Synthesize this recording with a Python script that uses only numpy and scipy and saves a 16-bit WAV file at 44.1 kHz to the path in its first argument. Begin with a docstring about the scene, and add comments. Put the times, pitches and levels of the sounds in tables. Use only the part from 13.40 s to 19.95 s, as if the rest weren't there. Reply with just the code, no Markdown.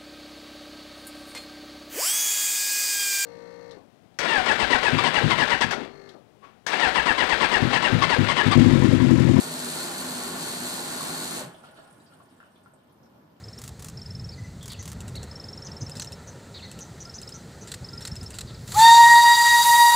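"""Steam whistle by a railway bridge

Three cameras fire bursts of shutter clicks while small birds tick and chirp over a gusty breeze
and a slowly passing car. Then a steam locomotive opens its whistle: one pipe note that scoops
up to pitch and beats against its own echo, in the loud hiss of the steam jet."""
import sys
import numpy as np
from scipy import signal
from scipy.fft import rfft, irfft
from scipy.io import wavfile
from scipy.ndimage import uniform_filter1d, minimum_filter1d

SR = 44100
rng = np.random.default_rng(int(sys.argv[2]) if len(sys.argv) > 2 else 0)


def waveform_to_disk(signal):
    """Save audio, clipped to [-1, 1], as 16-bit WAV at the path in sys.argv[1]."""
    frames = np.transpose(np.atleast_2d(signal))
    scaled = np.clip(frames, -1, 1) * 32767
    samples = np.round(scaled).astype(np.int16)
    wavfile.write(sys.argv[1], SR, samples)


N = 288855
TIME_S = np.arange(N) / SR

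# wind on the microphone: freq_hz, relative_db
WIND_SPECTRUM = [(20, -41), (35, -15), (52, -7), (85, 2), (120, 2), (170, -3), (240, -13.5), (400, -34)]
# breeze strength: time_s, level_db
WIND_LEVEL = [(0, -48), (.8, -40), (1.3, -43), (1.75, -38.5), (2.05, -49), (2.5, -43), (3, -49.5),
              (4.05, -48), (4.8, -44.5), (5.37, -40.5), (5.46, -47.5), (5.65, -45), (6.0, -57), (6.55, -54)]
# wind puffs: time_s, boost_db
GUSTS = [(.83, 4), (.93, 0), (1.02, 4.5), (1.57, 7.5), (1.68, -2), (1.79, 9), (2.43, 10.5), (4.43, 9.5),
         (4.73, 14), (4.83, 15.5), (5.05, 7.5), (5.24, 2), (5.39, 11.5)]
# far traffic: freq_hz, relative_db
ROAD_SPECTRUM = [(100, 9), (230, 4.5), (310, -1.5), (430, 1), (560, -3), (660, -5.5), (940, -8),
                 (1130, -13), (1360, -8), (1600, -13), (1860, -10), (2080, -15), (2750, -22), (4000, -23)]
# leaves and far insects: freq_hz, relative_db
FOLIAGE_SPECTRUM = [(1500, -5), (3000, -5.5), (4200, 3), (5500, -2.5), (6500, -1), (7600, 1), (8400, -3),
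                    (9200, -8.5), (10500, -10.5), (11800, -16.5), (15500, -13)]
# far sounds: time_s, road_db, foliage_db
FAR_LEVELS = [(0.0, -50.5, -61), (1.3, -50, -61), (1.75, -47, -60), (2.5, -47, -60), (3.7, -48, -58.5),
              (5.2, -48.5, -57.5), (6.55, -54, -58)]
# small bird's trills: start_s, tick_count, first_gap_s, peak_db, top_hz
TRILLS = [(.0378, 4, .0454, -39.5, 5400), (.5732, 8, .0427, -37.5, 5420), (1.9132, 18, .0415, -35.3, 5380),
          (3.6529, 7, .0427, -36, 5345), (4.4444, 10, .0429, -35, 5370)]
# shutter bursts: start_s, frame_count, gap_s, level_db, camera
BURSTS = [(.238, 2, .207, -3.5, 0), (1.2794, 2, .1978, -3, 0), (2.597, 1, .3343, -4.5, 1),
          (4.317, 4, .3343, -3.3, 1), (1.605, 4, .075, -3, 2), (2.4955, 4, .075, -3.5, 2),
          (3.3147, 2, .075, -3.2, 2), (3.8156, 2, .075, -3.5, 2), (4.755, 3, .075, -3.2, 2)]
# mirror and curtain strokes per release: camera, offset_s, level_db, t60_s
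STROKES = [(0, -.051, -37.5, .038), (0, -.043, -45, .065), (0, -.022, -35.5, .05), (0, 0, -32.5, .043),
           (0, .012, -43, .087), (0, .022, -42.5, .06), (0, .0395, -32.7, .04), (0, .053, -35.5, .022),
           (1, -.044, -36.5, .067), (1, -.037, -41.5, .2), (1, 0, -25, .042), (1, .0228, -24.5, .015),
           (1, .026, -28, .035), (2, 0, -33, .026), (2, .008, -40, .03), (2, .016, -41.5, .013)]
# camera body ring: freq_hz, camera0_db, camera1_db, camera2_db
BODY_SPECTRA = [(407, -31, -18, 3.5), (1100, 3, -6.5, -18), (1440, -4, -1, -4), (1900, -4.5, -1, -9),
                (2360, -5, -11.5, -32), (2620, -3.5, -2.5, 2.5), (3320, -2, -4, -7), (4060, -2, 5, 1.5),
                (4830, -0.5, -0.5, -11), (5550, 0.5, -4.5, -1), (6500, 3, -5.5, -3.5), (7430, 3.5, 4.5, 5),
                (9300, 0, -5.5, -3.5), (10900, -5, -14, -12), (12500, -8, -13, -10), (15500, -8, -19, -22)]
# sparrow-like chirps: start_s, level_db, kind
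CHIRPS = [(0.589, -50, "slip"), (.912, -50.5, "cheep"), (.977, -52.5, "low"), (1.039, -53.5, "low"),
          (1.206, -53, "chur"), (1.294, -44.5, "rasp"), (1.33, -51, "fall"), (1.388, -55.5, "low"),
          (1.749, -43.5, "arch"), (2.27, -59, "fall"), (3.139, -44.5, "rasp"), (3.182, -52, "fall"),
          (3.222, -44.5, "arch"), (3.247, -53.5, "low"), (4.93, -51, "slip"), (5.069, -51, "rasp"),
          (5.144, -49.5, "slip")]
# chirp shapes by kind: length_s, start_hz, middle_hz, end_hz, warble_hz, third_harmonic_gain
CHIRP_SHAPES = {"arch": (.037, 3330, 4400, 3350, 120, 0), "cheep": (.041, 3950, 4800, 3800, 250, 0),
                "rasp": (.048, 4420, 4090, 3730, 540, 0), "fall": (.027, 3760, 2990, 2420, 110, 0),
                "low": (.027, 2050, 2010, 1970, 20, .5), "chur": (.049, 3270, 3500, 3200, 170, 0),
                "slip": (.014, 5400, 4800, 4250, 100, 0)}
# insect-like buzzes: start_s, level_db
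BUZZES = [(1.388, -45), (2.244, -45.5), (2.404, -44.5), (2.6, -41.5), (2.87, -47.5), (3.403, -43),
          (3.6, -43.5), (3.74, -43), (3.938, -45.5), (4.208, -49)]
# tyre drone: freq_hz, relative_db
TYRE_SPECTRUM = [(400, -32), (450, -12), (490, -10), (555, 1), (630, -12), (880, -13), (950, -3.5),
                 (1020, -27)]
# steam jet: time_s, roar_db, sizzle_db
JET_LEVELS = [(5.24, -46, -61), (5.35, -38, -40.5), (5.395, -26, -30), (5.56, -27.5, -33),
              (5.92, -31, -31.5), (6.15, -28, -29.5), (6.27, -30, -25), (6.55, -31, -28)]
# jet roar: freq_hz, relative_db
ROAR_SPECTRUM = [(300, -43), (600, -14.5), (850, -1.5), (1100, -5), (1300, -1), (1550, -6), (1950, -3),
                 (2400, -8), (3050, -9), (3600, 1), (4600, 0.5), (5450, -9), (5800, -2), (7500, 4),
                 (8300, -3.5), (8950, -24), (9300, -6), (10500, -11)]
# jet sizzle: freq_hz, relative_db
SIZZLE_SPECTRUM = [(6000, -7.5), (8900, -4), (9400, -3), (10500, -4.5), (12000, -7), (13500, -7.5),
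                   (14700, -6.5), (15500, -9)]
# whistle partials: harmonic, offset_db, echo_share, scatter_share, flutter_hz
PARTIALS = [(1, 0, 0.82, 0.17, 24), (2, 0, 0.43, 0.53, 15.3), (3, -14.5, .4, 0.56, 45), (4, .5, 0, .65, 29),
            (5, -1.5, 0.37, 0.63, 27), (6, -15.5, 0.5, .65, 25), (7, -19, .4, 0.5, 35),
            (8, -13.5, .4, 0.97, 15), (9, -30, .4, 0.7, 50), (10, -21, .4, 0.7, 50)]
# held note: time_s, fundamental_db, octave_db, upper_db
WHISTLE_LEVELS = [(5.385, -12.5, -17.5, -31), (5.415, -9.5, -16, -22.5), (5.46, -8, -15.5, -23),
                  (5.56, -8, -27.5, -24.5), (5.69, -11, -14.5, -29), (5.84, -13.5, -17.5, -26),
                  (6.07, -20, -20.5, -27.5), (6.25, -17.5, -20.5, -29), (6.42, -13.5, -23.5, -28),
                  (6.55, -14.5, -21.5, -26)]
# whistle echo against the direct note: time_s, echo_gain
ECHO_GAIN = [(5.4, 0), (5.68, .36), (5.85, .24), (5.96, .62), (6.08, .35), (6.24, .5), (6.55, .25)]


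def gain_of(db):
    """Decibels to amplitude."""
    return 10 ** (np.asarray(db) / 20)


def unit_rms(x):
    """Scales to unit rms."""
    return x / np.sqrt(np.mean(abs(x) ** 2) + 1e-20)


def curve(rows, column=1):
    """One column of a time table, per sample."""
    rows = np.array(rows)
    return np.interp(TIME_S, rows[:, 0], rows[:, column])


def add(mix, start_s, sound):
    """Mixes a sound in at start_s."""
    part = mix[max(round(start_s * SR), 0):][:len(sound)]
    part += sound[:len(part)]


def coloured(x, spectrum):
    """Filters by a (freq_hz, relative_db) outline; white noise keeps its power."""
    hz, db = np.transpose(spectrum)
    f = np.fft.rfftfreq(N, 1 / SR) + 1
    skirts = (np.minimum(f / hz[0], 1) * np.minimum(hz[-1] / f, 1)) ** 2
    gain = skirts * gain_of(np.interp(np.log(f), np.log(hz), db))
    return irfft(rfft(x) * unit_rms(gain), N)


def noise(spectrum):
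    """Unit noise with the given outline."""
    return coloured(rng.standard_normal(N), spectrum)


def wander(rate_hz):
    """Unit random drift up to about rate_hz."""
    f = np.fft.rfftfreq(N, 1 / SR)
    return unit_rms(irfft(rfft(rng.standard_normal(N)) / (1 + (f / rate_hz) ** 2), N))


def turbulent(x, depth_db, patch_bins):
    """Lumpy noise: time-frequency patches swell and sink."""
    bins = signal.stft(x, nperseg=256)[2]
    patches = uniform_filter1d(rng.standard_normal(bins.shape), patch_bins, 0)
    patches = unit_rms(uniform_filter1d(patches, patch_bins, 1))
    return unit_rms(signal.istft(bins * gain_of(depth_db * patches), nperseg=256)[1][:N])


def outdoors(x, wet_db, t60_s):
    """Adds sparse echoes from ground, bridge and trees."""
    t = TIME_S[:SR // 2]
    taps = rng.standard_normal(len(t)) * (rng.random(len(t)) < .03)
    taps *= (t > .006) * gain_of(-60 * t / t60_s)
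    return x + gain_of(wet_db) * signal.fftconvolve(x, taps / np.linalg.norm(taps))[:N]


def wind(trim_db=.5, gust_s=.015):
    """Breeze rumbling on the microphone, with brief puffs."""
    gust_db = sum(db * np.exp(-((TIME_S - at_s) / gust_s) ** 2) for at_s, db in GUSTS)
    return noise(WIND_SPECTRUM) * gain_of(curve(WIND_LEVEL) + trim_db + gust_db)


def traffic(trim_db=2):
    """Lumpy wash of a far road."""
    wash = turbulent(noise(ROAD_SPECTRUM), depth_db=1.5, patch_bins=9)
    return wash * gain_of(curve(FAR_LEVELS, column=1) + trim_db)


def foliage(trim_db=3):
    """Thin hiss of leaves and far insects."""
    return noise(FOLIAGE_SPECTRUM) * gain_of(curve(FAR_LEVELS, column=2) + trim_db)


def ticking_bird(trim_db=.5, octave_db=-33, spread_db=.9, pitch_spread=.011):
    """Trills that slow as the bird tires; each tick hooks up to its top pitch."""
    tick_s, lead_s, gap_growth_s = .014, .003, .00074
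    hook_depth, hook_s = .3, .0023
    out = np.zeros(N)
    for start_s, tick_count, gap_s, peak_db, top_hz in TRILLS:
        for k in range(round(tick_count)):
            stretch, hook_stretch = rng.uniform(.8, 1.2, 2)
            strength, detune = rng.standard_normal(2)
            t = np.arange(0, tick_s * stretch, 1 / SR)
            hook = 1 - hook_depth * np.exp(-t / (hook_s * hook_stretch))
            pitch_hz = top_hz * (1 + pitch_spread * detune) * hook
            phase = 2 * np.pi * np.cumsum(pitch_hz) / SR
            tone = (np.sin(phase) + gain_of(octave_db) * np.sin(2 * phase)) * np.hanning(len(t))
            at_s = start_s + k * gap_s + gap_growth_s * k ** 2 / 2
            add(out, at_s - lead_s, gain_of(peak_db + trim_db + spread_db * strength) * tone)
    return outdoors(out, wet_db=-6.5, t60_s=.05)


def cameras(attack_s=.00018):
    """Three shutters, each at its own rate; mirror and curtain strokes rattle the body."""
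    out, t = np.zeros(N), TIME_S[:SR // 12]
    attack = 1 - np.exp(-t / attack_s)
    for camera in range(3):
        force = np.zeros(N)
        releases = [(start_s + frame * gap_s, db) for start_s, frames, gap_s, db, owner in BURSTS
                    if owner == camera for frame in range(frames)]
        strokes = [row[1:] for row in STROKES if row[0] == camera]
        for release_s, release_db in releases:
            for offset_s, stroke_db, t60_s in strokes:
                envelope = attack * gain_of(release_db + stroke_db - 60 * t / t60_s)
                add(force, release_s + offset_s, envelope * rng.standard_normal(len(t)))
        out += coloured(force, [(row[0], row[camera + 1]) for row in BODY_SPECTRA])
    return outdoors(out, wet_db=-29, t60_s=.2)


def chirping_birds(warble_rate_hz=150, suboctave_db=-15, rasp=.36):
    """Arched or falling notes from the trees, some harsh with uneven warble."""
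    out, drift = np.zeros(N), wander(610)
    for start_s, level_db, kind in CHIRPS:
        length_s, start_hz, middle_hz, end_hz, warble_hz, third_gain = CHIRP_SHAPES[kind]
        t = np.arange(0, length_s, 1 / SR)
        arch_hz = np.polyval(np.polyfit([0, .5, 1], [start_hz, middle_hz, end_hz], 2), t / length_s)
        warble = np.sin(2 * np.pi * (warble_rate_hz * t + rng.random()))
        warble += rasp * drift[round(start_s * SR):][:len(t)]
        phase = 2 * np.pi * np.cumsum(arch_hz + warble_hz * warble) / SR
        tone = np.sin(phase) + gain_of(suboctave_db) * np.sin(phase / 2) + third_gain * np.sin(3 * phase)
        add(out, start_s, gain_of(level_db) * unit_rms(tone * signal.windows.tukey(len(t), .3)))
    return outdoors(out, wet_db=-6.5, t60_s=.64)


def buzzes(length_s=.035, centre_hz=6400, swing_hz=520, throb_hz=185, jitter_hz=170):
    """Insect-like buzzes: a high tone swept rapidly up and down."""
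    out, t = np.zeros(N), np.arange(0, length_s, 1 / SR)
    drift = wander(870)
    for start_s, level_db in BUZZES:
        throb = np.sin(2 * np.pi * (throb_hz * t + rng.random()))
        pitch_hz = centre_hz + swing_hz * throb + jitter_hz * drift[round(start_s * SR):][:len(t)]
        tone = np.sin(2 * np.pi * np.cumsum(pitch_hz) / SR) * (1 - .51 * throb)
        add(out, start_s, gain_of(level_db) * unit_rms(tone * signal.windows.tukey(len(t), .4)))
    return outdoors(out, wet_db=-11.5, t60_s=.15)


def passing_car(level_db=-55, closest_s=2.62, half_width_s=.62):
    """Tyre drone, loudest at closest approach."""
    return noise(TYRE_SPECTRUM) * gain_of(level_db) / (1 + ((TIME_S - closest_s) / half_width_s) ** 2)


def piping_bird(level_db=-59, spread_db=1.5, pitch_hz=1350, waver=.0184):
    """A far bird repeats one soft, wavering note, blurred by echoes."""
    first_s, gap_s, length_s, note_count = 2.77, .29, .061, 11
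    out, t = np.zeros(N), np.arange(0, length_s, 1 / SR)
    voice = np.sin(2 * np.pi * np.cumsum(pitch_hz * (1 + waver * wander(40.7))) / SR)
    for k, softness in enumerate(rng.standard_normal(note_count)):
        start_s = first_s + k * gap_s
        note = unit_rms(voice[round(start_s * SR):][:len(t)] * np.hanning(len(t)))
        add(out, start_s, gain_of(level_db - spread_db * softness) * note)
    return outdoors(out, wet_db=-1, t60_s=.22)


def far_engine(peak_db=-57, pitch_hz=365, waver=.0215, loudest_s=4.7, half_width_s=1.0):
    """Faint wavering hum that swells and fades on the road."""
    tone = np.sin(2 * np.pi * np.cumsum(pitch_hz * (1 + waver * wander(26))) / SR)
    return gain_of(peak_db) * tone / (1 + ((TIME_S - loudest_s) / half_width_s) ** 2)


def steam_jet(roar_trim_db=2):
    """Jet at the whistle's lip: smooth sizzle leaks out first, then a lumpy roar."""
    roar = turbulent(noise(ROAR_SPECTRUM), depth_db=2, patch_bins=7)
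    roar *= gain_of(curve(JET_LEVELS, column=1) + roar_trim_db) * np.interp(TIME_S, [5.25, 5.36], [0, 1])
    sizzle = turbulent(noise(SIZZLE_SPECTRUM), depth_db=.5, patch_bins=6)
    sizzle *= gain_of(curve(JET_LEVELS, column=2)) * np.interp(TIME_S, [5.15, 5.25], [0, 1])
    return roar + sizzle


def edge_tone(start_s=5.338, length_s=.032, level_db=-38, from_hz=1050, to_hz=1400):
    """The first steam squeaks upward before the pipe catches its note."""
    out, t = np.zeros(N), np.arange(0, length_s, 1 / SR)
    squeak = signal.chirp(t, from_hz, length_s, to_hz) * signal.windows.tukey(len(t), .6)
    add(out, start_s, gain_of(level_db) * unit_rms(squeak))
    return out


def whistle(open_s=5.34, note_hz=948, jitter=.0023):
    """Steam-blown pipe; each partial sums a direct tone, a beating echo and scattered flutter."""
    scoop_hz, scoop_s = 157.6, .0323  # fast rise as pressure builds
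    cold_hz, warming_s = 51, .172  # slow rise as the bell heats
    speak_s, speak_lag_s, swell_s = .033, .029, .007  # higher partials need more pressure, start later
    beat_hz, antiphase_s = 7.3, 5.963  # the locomotive moves, so its echo is slightly flat
    rebound = .37  # share of the echo that bounces again
    age_s = np.maximum(TIME_S - open_s, 0)
    pitch_hz = note_hz - scoop_hz * np.exp(-age_s / scoop_s) - cold_hz * np.exp(-age_s / warming_s)
    cycles = np.cumsum(pitch_hz * (1 + jitter * wander(72))) / SR
    out = np.zeros(N)
    for k, offset_db, echo_share, scatter_share, flutter_hz in PARTIALS:
        swell = 1 / (1 + np.exp((speak_s + speak_lag_s * np.log(k) - age_s) / swell_s))
        level = swell * gain_of(offset_db + curve(WHISTLE_LEVELS, column=min(k, 3)))
        slip = np.exp(-2j * np.pi * k * beat_hz * (TIME_S - antiphase_s))
        echo = echo_share * curve(ECHO_GAIN) * slip / (1 - rebound * slip)
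        flutter = unit_rms(wander(flutter_hz) + 1j * wander(flutter_hz))
        paths = np.sqrt(1 - scatter_share ** 2) * (1 - echo) + scatter_share * flutter
        out += np.sqrt(2) * level * (paths * np.exp(2j * np.pi * k * cycles)).imag
    return out * (age_s > 0)


def scene():
    """All sources at one microphone, alike in both channels."""
    locomotive = edge_tone() + whistle() + steam_jet()
    wildlife = ticking_bird() + buzzes() + chirping_birds() + piping_bird()
    shutters = cameras()
    background = wind() + traffic() + passing_car() + foliage() + far_engine()
    mix = locomotive + wildlife + shutters + background
    return np.array([mix, mix])


def record(dry, ceiling=.93, window_samples=200, cutoff_hz=15620):
    """Fast peak limiter, then low-pass."""
    allowed_gain = np.minimum(1, ceiling / (abs(dry).max(0) + 1e-9))
    held_gain = minimum_filter1d(allowed_gain, window_samples)
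    limited = dry * uniform_filter1d(held_gain, window_samples)
    lowpass = signal.firwin(801, cutoff_hz, window=("kaiser", 9), fs=SR)
    return signal.oaconvolve(limited, lowpass[None], "same")


dry = scene()
out = record(dry)
waveform_to_disk(out)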